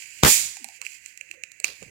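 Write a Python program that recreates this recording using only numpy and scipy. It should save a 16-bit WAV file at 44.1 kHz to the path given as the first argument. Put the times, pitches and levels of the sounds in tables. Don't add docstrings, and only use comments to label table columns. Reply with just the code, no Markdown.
import sys
import numpy as np
from scipy import signal
from scipy.fft import rfft, irfft, next_fast_len
from scipy.io import wavfile
from scipy.ndimage import map_coordinates

SR = 44100
rng = np.random.default_rng(int(sys.argv[2]) if len(sys.argv) > 2 else 0)


def wrap_up_sound(samples):
    columns = np.atleast_2d(samples).T
    tamed = np.clip(columns, -1, 1)
    steps = np.round(tamed * 32767).astype(np.int16)
    wavfile.write(sys.argv[1], SR, steps)


N = 83790


def amp(db):
    return 10 ** (np.asarray(db) / 20)


def unit(x):
    return x / np.sqrt(np.mean(x ** 2) + 1e-20)


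def along(points, hz):
    f, v = np.transpose(points)
    return np.interp(np.log(hz + 1), np.log(f + 1), v)


def since(s):
    return np.arange(N) / SR - np.asarray(s)[..., None]


def curves(rows):
    s, *cols = np.transpose(rows)
    return [np.interp(since(0), s, c) for c in cols]


def fade(t, t60):
    return (t >= 0) * amp(-60 * np.maximum(t, 0) / t60)


def filtered(x, response):
    m = next_fast_len(N + SR // 4)
    return irfft(rfft(x, m) * response(np.fft.rfftfreq(m, 1 / SR)), m)[..., :N]


def noise(tone, lean=((1000, 0),), shared=0):
    left_right, common = rng.standard_normal((2, N)), rng.standard_normal(N)

    def response(hz):
        sides = amp(along(lean, hz) * np.array([[.5], [-.5]]))
        return amp(along(tone, hz)) * sides / np.linalg.norm(sides, axis=0)

    return unit(filtered(np.sqrt(1 - shared) * left_right + np.sqrt(shared) * common, response))


def ring(modes, t, attack, spread):
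    t = np.maximum(t, 0)
    total = 0
    for hz, db, t60 in modes:
        level = amp(db + rng.normal(0, 1))
        pitch = hz * (1 + spread * rng.normal())
        total = total + level * fade(t, t60) * np.sin(2 * np.pi * pitch * t)
    return (1 - np.exp(-t / attack)) * total


def flutter(width_hz):
    a, b = filtered(rng.standard_normal((2, 2, N)), lambda hz: 1 / (1 + (hz / width_hz) ** 4))
    return (unit(a) + 1j * unit(b)) / np.sqrt(2)


def grain(length_s):
    return unit(filtered(rng.standard_normal(N), lambda hz: 1 / (1 + (2 * hz * length_s) ** 4)))


# frequency in Hz, relative level in dB.
HISS_SPECTRUM = [(350, -48.5), (600, -29.5), (1100, -29.5), (1330, -26), (1530, -12), (2040, -1),
                 (2680, -2), (3240, -30.5), (4090, -33), (5660, -34.5), (6310, -9.5), (10400, -37),
                 (15500, -34.5)]
HISS_DB = -54


def background_hiss():
    lean = [(600, -4), (1200, -7.0), (2400, -36.5), (4000, -14.0), (7000, -28.5), (10000, -13.5),
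            (15000, -12.5)]
    return amp(HISS_DB) * noise(HISS_SPECTRUM, lean)


# time in seconds, level in dB.
RUMBLE_LEVEL = [(0, -71), (.15, -74), (.33, -54.5), (.48, -57.5), (.56, -75), (.8, -75.5), (.86, -71),
                (.92, -74), (1.2, -76), (1.65, -73.5), (1.7, -59), (1.77, -75), (1.815, -58.5), (1.9, -58)]
# frequency in Hz, relative level in dB.
RUMBLE_SPECTRUM = [(25, -16), (60, -2), (100, 1), (170, -6), (300, -9.5), (600, -15), (1500, -35),
                   (4000, -58)]


def rumble():
    level_db, = curves(RUMBLE_LEVEL)
    return amp(level_db) * noise(RUMBLE_SPECTRUM, [(100, -5)], shared=0.41)


# time in seconds, level in dB before the gain and grain below.
RUB_LEVEL = [(0, -41.5), (.06, -46), (.11, -47.5), (.2, -46), (.5, -56.5), (.62, -52), (.72, -53),
             (.765, -48.5), (.8, -61), (.835, -53), (.857, -42), (.88, -47.5), (.95, -46), (1.0, -57.5),
             (1.085, -49), (1.14, -59), (1.3, -62), (1.345, -56), (1.38, -74.5), (1.7, -57), (1.83, -51.5),
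             (1.9, -60.5)]
# frequency in Hz, relative level in dB.
RUB_SPECTRUM = [(180, -57.5), (300, -24.5), (500, -29), (769, -40.5), (937, -23.5), (1300, -40),
                (1480, -17), (1700, -15), (2560, 0), (3810, -18.5), (4210, -13), (5850, -14.5),
                (7370, -3.5), (8700, -15), (15500, -26)]
# frequency in Hz, left minus right in dB.
RUB_BALANCE = [(300, -13.5), (1200, -14), (2400, -37), (4000, -7), (7000, -26.5), (10000, -4.5),
               (15000, -6)]
# frequency in Hz, gain in dB.
CASE_VALLEY = [(2950, -0.5), (3450, -5.5), (4100, 0.5)]
RUB_GAIN_DB, RUB_GRAIN_DB, RUB_GRAIN_S = 2.0, 0.89, 0.003


def rub():
    level_db, = curves(RUB_LEVEL)
    level_db = level_db + RUB_GRAIN_DB * grain(RUB_GRAIN_S) + RUB_GAIN_DB
    friction = amp(level_db) * noise(RUB_SPECTRUM, RUB_BALANCE)
    return filtered(friction, lambda hz: amp(along(CASE_VALLEY, hz)))


# start in seconds, level in dB, centre in Hz, half-width in Hz,
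# rise time constant in seconds, t60 in seconds.
GRIP_BUMPS = [(.79, -53.5, 484, 34.8, .015, 0.21), (0.813, -50, 1224, 330, 0.0011, 0.13),
              (1.208, -64, 526, 45.1, 0.0043, .31), (1.298, -60, 349, 45, 0.0071, 0.37),
              (1.347, -58, 520, 54.7, 0.0053, 0.42), (1.599, -50, 535, 110, 0.0023, 0.075),
              (1.687, -50, 485, 120, 0.0016, 0.17), (1.822, -43, 469, 101, .001, 0.081),
              (1.872, -53.5, 398, 90, 0.0033, 0.14)]


def grip_bumps():
    out = np.zeros((2, N))
    for s, db, hz, half_width, rise, t60 in GRIP_BUMPS:
        t = np.maximum(since(s), 0)
        envelope = amp(db) * (1 - np.exp(-t / rise)) * fade(t, t60)
        out += envelope * np.real(flutter(half_width) * np.exp(2j * np.pi * hz * t))
    return out


# start in seconds, level in dB, frequency in Hz.
PALM_THUMPS = [(1.436, -60.5, 159), (1.822, -44.5, 194), (1.832, -41, 144), (1.863, -43.5, 164)]
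THUMP_T60, THUMP_RISE_S = 0.034, 0.0014


def palm_thumps():
    return sum(ring([(hz, db, THUMP_T60)], since(s), THUMP_RISE_S, spread=0.012)
               for s, db, hz in PALM_THUMPS)


# time in seconds, frequency in Hz, level in dB.
FINGER_SQUEAK = [(.595, 367, -64), (.612, 327, -59.5), (.625, 242, -57.5), (.66, 225, -61), (.7, 245, -69)]
SQUEAK_ROUGH, SQUEAK_ROUGH_HZ = 2.5, 61


def squeak():
    hz, db = curves(FINGER_SQUEAK)
    carrier = np.exp(2j * np.pi * np.cumsum(hz) / SR)
    slip = unit(np.real((1 + SQUEAK_ROUGH * flutter(SQUEAK_ROUGH_HZ)) * carrier))
    sounding = (since(FINGER_SQUEAK[0][0]) > 0) * (since(FINGER_SQUEAK[-1][0]) < 0)
    return amp(db) * slip * sounding


GRIP_LEAN_DB = -13


def grip():
    sides = amp(GRIP_LEAN_DB * np.array([[.5], [-.5]]))
    return sides * (grip_bumps() + palm_thumps()) + squeak()


RING_SPREAD = .008

# start in seconds, level in dB.
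HANDLE_KNOCKS = [(.5688, -42.5), (.6440, -37.5), (.6872, -42)]
# frequency in Hz, relative level in dB, t60 in seconds.
HOLLOW_MODES = [(794, 5.5, 0.027), (750, -21, 0.021), (897, -1.5, 0.021)]
KNOCK_ROOM_DB, KNOCK_ROOM_T60 = -17, 0.29


def knocks():
    direct = sum(amp(db) * ring(HOLLOW_MODES, since(s), attack=0.0025, spread=RING_SPREAD)
                 for s, db in HANDLE_KNOCKS)
    echo = sum(amp(db + KNOCK_ROOM_DB) * fade(since(s), KNOCK_ROOM_T60) for s, db in HANDLE_KNOCKS)
    note = np.exp(2j * np.pi * HOLLOW_MODES[0][0] * since(0))
    return direct + echo * np.real(flutter(width_hz=125) * note)


# listed time in seconds (GIVE_S ahead of the snap), snap in dB
# (before SNAP_DB), low ring in dB, high ring in dB, left minus right in dB (before LEFT_SNAP_DB on the snap).
PLASTIC_CLICKS = [(0.0219, -31.5, -33, -58, -24), (0.5684, -19.5, -34.5, -47, -17),
                  (0.6436, -14, -32, -32, -22.5), (0.6867, -26.5, -43, -39.5, -33),
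                  (0.815, -13, -27.5, -24.5, -24), (0.8243, -30, -35, -50, -25),
                  (0.8499, -28, -32, -40, -18), (0.865, -21.5, -21.5, -34, -21),
                  (1.0601, -22, -35, -35, -37), (1.1745, -25.5, -38.5, -37, -42),
                  (1.2106, -28.5, -24, -36, -27.5), (1.289, -42.5, -41, -54, -26),
                  (1.3121, -20.5, -26.5, -32.5, -29.5), (1.4361, -21, -24.5, -31.5, -20.5),
                  (1.517, -22.5, -49.5, -38, -37), (1.6002, -19.5, -37, -36, -29),
                  (1.6434, -4, -12, -17.5, -18), (1.6477, -24.5, -27, -52, -25),
                  (1.652, -19.5, -43, -39, -25), (1.6873, -29, -32, -46, -22),
                  (1.8269, -27, -37.5, -55.5, -36.5)]
# frequency in Hz, relative level in dB, t60 in seconds.
LOW_MODES = [(2584, 7.5, 0.01), (2382, 2.5, 0.015), (2664, -4.5, 0.0099)]
# frequency in Hz, relative level in dB, t60 in seconds.
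HIGH_MODES = [(7213, 16.5, 0.0048), (7280, -2.5, 0.0029), (6500, 5, 0.0028), (4100, -4, 0.015),
              (9520, -8.5, 0.0066)]
# frequency in Hz, relative level in dB.
SNAP_SPECTRUM = [(100, -18), (900, -23), (2000, 1.5), (3500, 0), (7000, 9), (10000, -4), (15000, -12.5)]
# frequency in Hz, gain in dB.
CASE_RADIATION = [(300, -38.5), (900, -17.5), (1400, -6), (1950, 0), (2800, 1), (3500, -13), (4200, 0),
                  (5200, -7), (6500, 1), (15000, 0.5)]
GIVE_S, RING_ATTACK_S = .0007, 0.00042
SNAP_DB, SNAP_T60, LEFT_SNAP_DB = -5.5, 0.01, 6.5
LEAD_S, LEAD_DB = 0.002, -15.5
CLICK_ROOM_DB, CLICK_ROOM_T60, CLICK_ROOM_DELAY_S = -14.5, 0.33, 0.0028


def clicks():
    out = np.zeros((2, N + SR))
    t = np.arange(-SR // 100, SR // 20) / SR
    snap_noise = noise(SNAP_SPECTRUM)
    for s, snap_db, low_db, high_db, lean_db in PLASTIC_CLICKS:
        first = round((s + GIVE_S + t[0]) * SR)
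        span = slice(first, first + len(t))
        body = amp(low_db) * ring(LOW_MODES, t, RING_ATTACK_S, RING_SPREAD)
        body += amp(high_db) * ring(HIGH_MODES, t, RING_ATTACK_S, RING_SPREAD)
        lead_in = amp(max(low_db, high_db) + LEAD_DB) * (t < 0) * np.exp(-np.abs(t) / LEAD_S)
        snap = (lead_in + amp(snap_db + SNAP_DB) * fade(t, SNAP_T60)) * snap_noise[:, span]
        left = amp(lean_db) * (body + amp(LEFT_SNAP_DB) * snap[0])
        out[:, span] += [left, body + snap[1]]
    out = filtered(out[:, :N], lambda hz: amp(along(CASE_RADIATION, hz)))
    tail = rng.standard_normal((2, N)) * fade(since(CLICK_ROOM_DELAY_S), CLICK_ROOM_T60)
    answer = signal.fftconvolve(out, tail / np.linalg.norm(tail[0]), axes=1)[:, :N]
    return out + amp(CLICK_ROOM_DB) * answer


# start in seconds, level in dB, t60 in seconds.
THUMB_THUDS = [(1.336, -55.5, 0.067), (1.5996, -51.5, 0.022), (1.643, -26, 0.014), (1.824, -45, 0.067)]
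# frequency in Hz, relative level in dB.
THUD_SPECTRUM = [(40, 2.5), (300, -9), (1400, -6), (3000, -7.5), (9000, -37.5)]
# frequency in Hz, relative level in dB.
BUTTON_SPECTRUM = [(120, -47), (200, -12.5), (390, -13), (521, -10.5), (659, -11.5), (1200, -11),
                   (2290, -6), (3410, -5.5), (4550, 0.5), (5450, -6), (7420, -11), (13700, -16),
                   (15000, -21)]
BUTTON_S, BUTTON_ROOM_DB, BUTTON_T60 = 1.644, -33.5, 0.33
CLUMP_DB, CLUMP_S = 2, 0.0025


def button():
    thud = sum(amp(db) * fade(since(s), t60) for s, db, t60 in THUMB_THUDS)
    thud = thud * noise(THUD_SPECTRUM, [(100, -28), (700, -15)], shared=0.3)
    level = amp(BUTTON_ROOM_DB + CLUMP_DB * grain(CLUMP_S)) * fade(since(BUTTON_S), BUTTON_T60)
    lean = [(500, -6), (2400, -10), (4000, -7.5), (7000, -8), (11000, -0.5)]
    return thud + level * noise(BUTTON_SPECTRUM, lean)


# frequency in Hz, relative level in dB.
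HALL_SPECTRUM = [(59, -52.5), (100, -28), (250, -33), (400, -29), (600, -32), (1020, -25), (1250, -28.5),
                 (2420, -6.5), (3050, -13), (3320, -10.5), (5630, -8.5), (7250, 0), (8580, -5.5),
                 (15500, -12.5)]
# frequency in Hz, left minus right in dB.
HALL_BALANCE = [(60, -5.5), (120, -10.5), (240, -12), (480, -6), (950, -3.5), (1890, -11.5), (3770, -4.5),
                (7520, -11.5), (15000, 5.5)]
# frequency in Hz, t60 in seconds.
ROOM_DECAY = [(200, 0.55), (1500, .56), (3000, 0.48), (7000, 0.47), (14000, 0.34)]
HALL_DB, HALL_PEAK_S, HALL_RISE_DB_PER_S = -12, (0.27, 0.29), 329.5
HALL_ROUND_S = 0.048


def reverberation():
    hz, s, bands = signal.stft(noise(HALL_SPECTRUM, HALL_BALANCE), SR, nperseg=256)
    t = s - np.array(HALL_PEAK_S)[:, None, None]
    falling = np.hypot(np.maximum(t, 0), HALL_ROUND_S) - HALL_ROUND_S
    db = HALL_RISE_DB_PER_S * np.minimum(t, 0) - 60 * falling / along(ROOM_DECAY, hz)[:, None]
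    tail = signal.istft(bands * amp(db), SR, nperseg=256)[1][:, :N]
    return amp(HALL_DB) * tail * (since(DISCHARGE[0][0]) > 0)


# frequency in Hz, relative level in dB.
ROAR_SPECTRUM = [(30, 2.5), (150, -2.5), (400, -2.5), (1200, -5), (2000, -1.5), (4000, -11), (15000, -26.5)]
ROAR_DB, ROAR_RISE_S, ROAR_END_S, ROAR_T60 = -15.5, 0.023, (0.25, 0.2835), 0.095
SCATTER_PER_S, SCATTER_DB, SCATTER_S = 450, -10.5, .0003


def roar():
    arrivals = (rng.random((2, N)) < SCATTER_PER_S / SR) * rng.standard_normal((2, N))
    scatter = amp(SCATTER_DB) * signal.lfilter([1], [1, -np.exp(-1 / (SCATTER_S * SR))], arrivals)
    swell = np.clip(since(DISCHARGE[0][0]) / ROAR_RISE_S, 0, 1)
    swell = swell * fade(np.maximum(since(ROAR_END_S), 0), ROAR_T60)
    return swell * (scatter + amp(ROAR_DB) * noise(ROAR_SPECTRUM, shared=0.27))


# start in seconds, burst in dB, time from the start to
# the burst's decay in seconds, shock front in dB, low push in dB (before PUSH_LEFT_DB on the left).
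DISCHARGE = [(0.2344, -2.5, 0.0012, 5, -5), (0.2397, -12.5, 0.0012, -6, -26),
             (0.2479, -14, .0034, -3.5, -15.5), (0.2498, -18, .001, -4, -11),
             (.2542, -22.5, 0.00062, -4, -18), (0.26, -19, 0.0031, -14.5, -15),
             (0.2669, -14, 0.0018, -5, -17.5)]
# frequency in Hz, relative level in dB.
BURST_SPECTRUM = [(100, 4.5), (400, 7), (1000, 6), (2600, 1), (5000, -2), (7500, -0.5), (11000, -11),
                  (16000, -26)]
SHOCK_S, RIGHT_LAG_S = 0.00017, 0.00033
PUSH_S, PUSH_SPREAD, PUSH_LEFT_DB = 0.0017, 0.052, -2.5
FIZZ_S, FIZZ_DB = 0.229, -28
BOOM_HZ, BOOM_DB, BOOM_RISE_S, BOOM_T60 = 57.6, -16, .012, .1


def crack():
    spark_s = DISCHARGE[0][0]
    bursts, fronts, push = np.zeros(N), np.zeros((2, N)), np.zeros((2, N))
    for s, db, length, shock_db, push_db in DISCHARGE:
        t = since(s)
        bursts += amp(db) * (t >= SHOCK_S) * fade(np.maximum(t - length, 0), t60=0.006)
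        t = since([s, s + RIGHT_LAG_S])
        fronts += amp(shock_db) * (t >= 0) * np.exp(-np.abs(t) / SHOCK_S)
        quarter_s = PUSH_S * np.exp(PUSH_SPREAD * rng.standard_normal((2, 1)))
        quarters = np.maximum(t / quarter_s, 0)
        push -= amp(push_db) * np.sin(quarters * np.pi / 2) * np.exp(-quarters * 0.39)
    fizz = amp(FIZZ_DB) * (since(FIZZ_S) > 0) * (since(spark_s) < 0)
    early_echoes = roar()
    boom = ring([(BOOM_HZ, BOOM_DB, BOOM_T60)], since(spark_s + PUSH_S), BOOM_RISE_S, spread=0.009)
    hissing = (bursts + fizz) * noise(BURST_SPECTRUM, [(200, 5.5), (3000, -2.5), (7000, -2)], shared=0.25)
    return hissing + fronts + push * amp([[PUSH_LEFT_DB], [0]]) + boom + early_echoes


RIPPLE_DB, RIPPLE_HZ = 2.5, 132.2


def ripple(hz):
    knots = rng.standard_normal((2, 1024))
    wiggle = np.array([map_coordinates(k, [hz / RIPPLE_HZ], mode="mirror") for k in knots])
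    return amp(RIPPLE_DB * wiggle * np.clip(hz / 6000, 0, 1))


def scene():
    coloured = crack() + reverberation() + button() + rub() + background_hiss() + rumble()
    return filtered(coloured, ripple) + clicks() + knocks() + grip()


LOW_CUT_HZ, CLIP_TOP, TOP_HZ = 35, .88, 15800


def record(dry):
    x = filtered(dry, lambda hz: 1j * hz / (1j * hz + LOW_CUT_HZ))
    clipped = x / (1 + np.abs(x / CLIP_TOP) ** 6) ** (1 / 6)
    return filtered(clipped, lambda hz: hz < TOP_HZ)


dry = scene()
out = record(dry)
wrap_up_sound(out)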